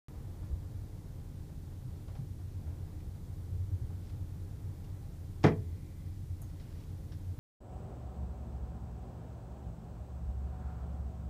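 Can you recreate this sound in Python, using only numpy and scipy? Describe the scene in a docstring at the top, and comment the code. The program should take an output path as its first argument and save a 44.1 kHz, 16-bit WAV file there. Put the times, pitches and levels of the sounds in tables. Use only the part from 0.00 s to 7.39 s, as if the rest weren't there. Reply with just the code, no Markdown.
"""Inside a small gondola cabin gliding up a mountainside on its cable.
From the start the rope's vibration rumbles in the shell and booms in the cabin air; wind rushes faintly.
For five seconds the cabin heaves now and then, while the floor bumps, fittings tick and cloth rustles.
At 5.4 s, after a faint, brief lead-in of noise, one hard clunk rings the panels and rattles a fitting.
A tiny bright snap follows at 6.4 s, and the ride rumbles on with a few more ticks and a rustle."""
import sys
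import numpy as np
from scipy import signal
from scipy.fft import rfft, irfft, next_fast_len
from scipy.io import wavfile
from scipy.ndimage import uniform_filter1d

SR = 44100
rng = np.random.default_rng(int(sys.argv[2]) if len(sys.argv) > 2 else 0)


def wav_out(sig):
    """Save sig, one row per channel (or a flat mono array), as 16-bit PCM at SR to the path in sys.argv[1]."""
    wavfile.write(sys.argv[1], SR, np.round(np.clip(np.atleast_2d(sig).T, -1, 1) * 32767).astype(np.int16))


N = 325899
TIME = np.arange(N) / SR

# spectra of the microphone hiss and the air rush: frequency_hz, relative_density_db
HISS_SPECTRUM = [(1000, -3), (2000, 0), (2700, -3.5), (3500, -0.5), (5000, -1.5), (8000, -3), (12000, -4),
                 (16000, -4.5)]
WIND_SPECTRUM = [(180, 10.5), (300, -6.5), (450, 1), (600, -4.5), (850, -7), (1200, -13), (1900, -19),
                 (2700, -26), (5000, -39)]
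# air sliding past the shell: time_s, level_db
WIND_LEVEL = [(0.1, -57.5), (1.6, -62), (2.0, -60), (2.35, -65), (2.7, -58.5), (3.1, -61.5), (4.9, -59.5),
              (6.25, -64.5), (6.55, -60.5), (7.38, -61)]
# narrow tones that the running rope keeps up in the hanger: pitch_hz, width_hz, level_db
HANGER_MODES = [(301.9, 20.5, -63.5), (274, 32, -67.5), (348.8, 29, -69), (409, 44, -71), (533.3, 7.5, -78),
                (801, 14, -80.5)]
# resonances of cabin air and shell: pitch_hz, width_hz, relative_db
SWAY_MODES = [(33.1, 9.3, -10.5), (50, 51, -5)]
BOOM_MODES = [(89.5, 12, 5), (69.8, 27, -8)]
DRONE_MODES = [(118.5, 19.5, 1), (148.7, 33.2, 0), (181.4, 37, -10.5), (234.7, 19, -12)]
# how hard the running rope drives the boom: time_s, relative_db
ROPE_DRIVE = [(0.1, -43), (0.35, -44), (0.72, -40), (1.05, -48.5), (1.45, -47), (2.2, -43.5), (2.65, -41),
              (3.15, -45), (3.7, -34.5), (4.0, -41), (4.25, -40), (4.75, -41), (5.1, -45), (5.72, -37.5),
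              (5.88, -48), (6.15, -38.5), (6.68, -45.5), (7.38, -38.5)]
# gusts and tugs of the rope that make the cabin heave: centre_s, level_db, pitch_hz
HEAVES = [(0.43, -38, 42), (0.535, -33, 58), (0.8, -43, 36), (1.87, -42, 127), (2.209, -37, 128),
          (2.68, -36, 87.6), (3.08, -37.5, 71), (3.23, -40.5, 86), (3.55, -37, 73), (3.832, -34.5, 92.6),
          (4.14, -36.5, 97.5), (4.68, -42, 92)]
# dull bumps through the floor: start_s, level_db
BUMPS = [(0.43, -63), (1.49, -62), (1.71, -63), (2.082, -58.5), (2.153, -58.5), (2.39, -64.5), (2.67, -60),
         (3.895, -62), (6.42, -62)]
# light ticks and, at 5.432 s, a faint, brief lead-in of noise just before the clunk: start_s, relative_db
BURSTS = [(2.0806, -73), (2.1524, -72), (3.0045, -79), (4.096, -75), (4.8428, -73), (5.432, -57.5),
          (6.494, -75), (6.5978, -69), (7.1201, -65.5)]
# spectra of soft bumps and of hard or rubbing contact: frequency_hz, relative_density_db
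BUMP_SPECTRUM = [(250, -10), (600, 8), (1100, 1), (1800, -9), (2600, -15), (6000, -41)]
CONTACT_SPECTRUM = [(300, 7), (1000, 16), (1900, 15.5), (2700, 14.5), (3600, 13.5), (5500, 12.5),
                    (8000, -3), (15000, -40)]
# soft rubbing of cloth: centre_s, length_s, level_db
RUSTLES = [(2.15, .1, -79), (4.067, 0.07, -69), (6.758, 0.29, -70.5)]
# a tiny bright double snap: start_s, relative_db, pitch_hz
SNAPS = [(6.4138, -57, 13500), (6.4186, -43, 6600)]
# a loose metal fitting striking its seat: start_s, relative_db
RATTLE_HITS = [(3.0045, -68), (5.451, -41), (5.478, -46), (5.497, -56), (5.522, -55)]
# resonances of that fitting: pitch_hz, width_hz, relative_db
RATTLE_MODES = [(2020, 200, -0.5), (2340, 230, -3.5), (3200, 140, -15), (3930, 280, -30)]
# the clunk and its rebounds: start_s, relative_db
CLUNK_HITS = [(5.4395, -7), (5.443, 1.5), (5.4520, -11), (5.464, -2.5), (5.4740, -24), (5.4815, -31),
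              (5.549, -32)]
# modes of the wall panels: pitch_hz, relative_db, t60_s
PANEL_MODES = [(99, -6, .48), (149, -2, .3), (165, -7, .4), (190, -7, .24), (218, -6, .3), (273, -9, .36),
               (308, -7, .24), (342, -11, .23), (367, -17, .42), (400, -9, .2), (426, -6, .34),
               (445, -9, .23), (468, -12, .28), (496, -7, .2), (532, -17, .25), (615, -15, .22),
               (660, -13.5, .29), (711, -12, .18), (742, -15, .18), (812, -14, .18), (853, -16, .22),
               (984, -19, .22), (1026, -19, .19), (1135, -20, .21), (1578, -23, .19), (1750, -26, .2),
               (1795, -25, .22), (1915, -23, .22), (2026, -26, .22), (2090, -26, .2), (2343, -24, .19),
               (2730, -31, .18), (3330, -32, .19)]
# dense ring of shell and cabin after a blow: frequency_hz, relative_density_db
SHELL_SPECTRUM = [(100, 4), (200, -12), (450, 6.5), (600, -12), (780, -5), (1100, -12), (1300, -9.5),
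                  (2100, -16), (2600, -21.5), (3700, -24), (4300, -30), (5500, -26), (6700, -32.5),
                  (8000, -40.5), (15000, -56)]
# decay of that ring: frequency_hz, t60_s
SHELL_DECAY = [(100, 0.6), (200, 0.34), (400, 0.23), (1000, 0.18), (2000, 0.17), (4000, 0.13),
               (12000, 0.14)]


def from_db(db):
    """Amplitude grows tenfold with every 20 dB."""
    return 10 ** (np.asarray(db) / 20)


def unit_power(x):
    """Division by the RMS value leaves a mean power of one."""
    return x / np.sqrt(np.mean(x ** 2) + 1e-20)


def steady(x, span_s):
    """Division by the running RMS value evens out the slow swells of a noise."""
    return x / np.sqrt(uniform_filter1d(x ** 2, int(span_s * SR)) + 1e-12)


def in_time(curve):
    """Linear interpolation gives a curve's value at every sample."""
    return np.interp(TIME, *np.transpose(curve))


def at_hz(table, hz):
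    """Interpolation on a log-frequency axis gives each octave equal room."""
    frequencies, values = np.transpose(table)
    return np.interp(np.log(hz + 1e-9), np.log(frequencies), values)


def shaped_noise(gain_at):
    """Filtered white noise takes on the spectrum of its filter; the result has unit power."""
    size = next_fast_len(N, real=True)
    hz = np.arange(size // 2 + 1) * SR / size
    white = rfft(rng.standard_normal(size))
    return unit_power(irfft(white * gain_at(hz), size)[:N])


def coloured(spectrum):
    """Spectral shaping: noise follows the table and falls 18 dB per octave below its first point."""
    lowest_hz = spectrum[0][0]
    return shaped_noise(lambda hz: from_db(at_hz(spectrum, hz)) * np.minimum(hz / lowest_hz, 1) ** 3)


def wander(rate_hz):
    """Band-limited noise fluctuates smoothly, with unit spread, at rates near rate_hz."""
    return shaped_noise(lambda hz: hz * np.exp(-np.minimum(hz / rate_hz, 10) ** 2 / 2))


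def resonating(modes):
    """Under random forcing each resonance passes a narrow band of noise."""
    out = 0
    for hz, width_hz, db in modes:
        edges_hz = [max(hz - width_hz / 2, 10), hz + width_hz / 2]
        band = signal.butter(2, edges_hz, "band", fs=SR, output="sos")
        settled = signal.sosfilt(band, rng.standard_normal(N + SR))[SR:]
        out = out + from_db(db) * unit_power(settled)
    return out


def swell(centre_s, length_s):
    """A Gaussian envelope rises and falls symmetrically about its centre."""
    return np.exp(-np.minimum((2 * (TIME - centre_s) / length_s) ** 2, 20))


def impulses(rows):
    """A brief excitation acts as an impulse, one for each (start_s, level_db)."""
    out = np.zeros(N)
    for start_s, db in rows:
        out[round(start_s * SR)] += from_db(db)
    return out


def decay(hits, t60_s):
    """Energy adds with each impulse and drains exponentially; the envelope is its square root."""
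    energy_kept = 10 ** (-6 / (t60_s * SR))
    return np.sqrt(signal.lfilter([1], [1, -energy_kept], hits ** 2 + 1e-24))


def ring(force, hz, t60_s):
    """A damped oscillator answers a unit impulse with a dying sine of height one."""
    radius, angle = from_db(-60 / (t60_s * SR)), 2 * np.pi * hz / SR
    feedback = [1, -2 * radius * np.cos(angle), radius ** 2]
    return signal.lfilter([0, np.sin(angle)], feedback, force + 1e-18)


def wind(flutter_db, flutter_hz):
    """Flow noise: air sliding past the shell makes a broad rush that flutters slightly."""
    level_db = in_time(WIND_LEVEL) + flutter_db * wander(flutter_hz)
    return from_db(level_db) * coloured(WIND_SPECTRUM)


def rope_rumble(sway_db, drone_db, boom_gain_db, throb_db, throb_hz):
    """Forced vibration: the rope drives shell, cabin air and hanger, and the boom throbs unevenly."""
    boom_db = in_time(ROPE_DRIVE) + boom_gain_db + throb_db * np.tanh(wander(throb_hz))
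    sway = from_db(sway_db) * steady(resonating(SWAY_MODES), span_s=0.2)
    boom = from_db(boom_db) * steady(resonating(BOOM_MODES), span_s=0.16)
    drone = from_db(drone_db) * steady(resonating(DRONE_MODES), span_s=0.24)
    return sway + boom + drone + resonating(HANGER_MODES)


def heaves(length_s, relative_bandwidth):
    """Transient forcing: each gust or tug of the rope raises a short, deep swell of narrow-band noise."""
    out = 0
    for centre_s, db, hz in HEAVES:
        shudder = steady(resonating([(hz, relative_bandwidth * hz, 0)]), span_s=0.05)
        out = out + from_db(db) * swell(centre_s, length_s) * shudder
    return out


def floor_bumps(t60_s):
    """Soft impacts carry little treble, so jolts thud dully in the floor."""
    return coloured(BUMP_SPECTRUM) * decay(impulses(BUMPS), t60_s)


def bursts_and_rustles(burst_t60_s, echo_db, echo_t60_s):
    """Reverberation and friction: ticks and the clunk's faint lead-in echo; cloth rubs in grainy swells."""
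    onsets = impulses(BURSTS)
    bursts = decay(onsets, burst_t60_s) + from_db(echo_db) * decay(onsets, echo_t60_s)
    rubbing = sum(from_db(db) * swell(centre_s, length_s) for centre_s, length_s, db in RUSTLES)
    grain = unit_power(uniform_filter1d(rng.exponential(1, N) ** 3, size=150))
    return coloured(CONTACT_SPECTRUM) * (bursts + rubbing * grain)


def snaps(contact_t60_s, echo_db, echo_t60_s, ring_db):
    """A small hard part radiates little below its lowest mode: its click is all treble, briefly echoed."""
    out = 0
    for start_s, db, hz in SNAPS:
        hit = impulses([(start_s, db)])
        envelope = decay(hit, contact_t60_s) + from_db(echo_db) * decay(hit, echo_t60_s)
        burst = rng.standard_normal(N) * envelope
        click = burst + from_db(ring_db) * ring(burst, hz, t60_s=0.003)
        highpass = signal.cheby1(10, 1, 0.95 * hz, "high", fs=SR, output="sos")
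        out = out + signal.sosfilt(highpass, click)
    return out


def rattle(t60_s, buzz_db, buzz_centre_s, buzz_length_s):
    """Repeated impacts excite a loose fitting's modes, hardest just after the clunk; then it buzzes."""
    chatter = decay(impulses(RATTLE_HITS), t60_s)
    buzz = from_db(buzz_db) * swell(buzz_centre_s, buzz_length_s)
    return resonating(RATTLE_MODES) * (chatter + buzz)


def panel_ring(travel_s):
    """Bending waves from the blow reach each panel in their own time and leave it in free vibration."""
    arrivals_s = CLUNK_HITS[0][0] + travel_s * rng.random(len(PANEL_MODES))
    out = 0
    for k, (hz, db, t60_s) in enumerate(PANEL_MODES):
        polarity = (-1) ** k
        out = out + polarity * ring(impulses([(arrivals_s[k], db)]), hz, t60_s)
    return out


def shell_ring():
    """Modal overlap: blow and rebounds stir countless modes, heard as noise that dies band by band."""
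    hits, dense_modes = impulses(CLUNK_HITS), coloured(SHELL_SPECTRUM)
    edges_hz = np.geomspace(70, 17000, 9)
    out = 0
    for low, high in zip(edges_hz, edges_hz[1:]):
        band = signal.butter(3, [low, high], "band", fs=SR, output="sos")
        t60_s = at_hz(SHELL_DECAY, np.sqrt(low * high))
        out = out + signal.sosfilt(band, dense_modes) * decay(hits, t60_s)
    return out


def clunk(panel_gain_db, shell_gain_db, crack_gain_db, crack_t60_s):
    """Impulse response: a hard blow cracks at first contact and rings on in panels and shell."""
    panels = from_db(panel_gain_db) * panel_ring(travel_s=0.003)
    shell = from_db(shell_gain_db) * shell_ring()
    crack = coloured(CONTACT_SPECTRUM) * decay(impulses(CLUNK_HITS[:1]), crack_t60_s)
    return panels + shell + from_db(crack_gain_db) * crack


def scene():
    """Superposition: the sounds of all sources add at a seat in the cabin."""
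    cabin = wind(flutter_db=0.36, flutter_hz=5.6)
    cabin += rope_rumble(sway_db=-48.5, drone_db=-50, boom_gain_db=-2, throb_db=2.5, throb_hz=4.8)
    cabin += heaves(length_s=0.055, relative_bandwidth=0.36)
    cabin += floor_bumps(t60_s=0.26)
    cabin += bursts_and_rustles(burst_t60_s=0.044, echo_db=3.5, echo_t60_s=0.16)
    cabin += snaps(contact_t60_s=0.011, echo_db=-13, echo_t60_s=0.17, ring_db=-14)
    cabin += rattle(t60_s=0.082, buzz_db=-78, buzz_centre_s=5.89, buzz_length_s=0.6)
    cabin += clunk(panel_gain_db=-18, shell_gain_db=-26, crack_gain_db=-28, crack_t60_s=0.042)
    return cabin[None]


def record(dry):
    """Self-noise and limited bandwidth: the microphone hisses, opens after a moment and loses the top."""
    hiss_db, start_s, cutoff_hz = -68, 0.084, 15350
    live = (dry + from_db(hiss_db) * coloured(HISS_SPECTRUM)) * (TIME >= start_s)
    lowpass = signal.ellip(12, 0.1, 80, cutoff_hz, fs=SR, output="sos")
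    return signal.sosfilt(lowpass, live)


dry = scene()
out = record(dry)
wav_out(out)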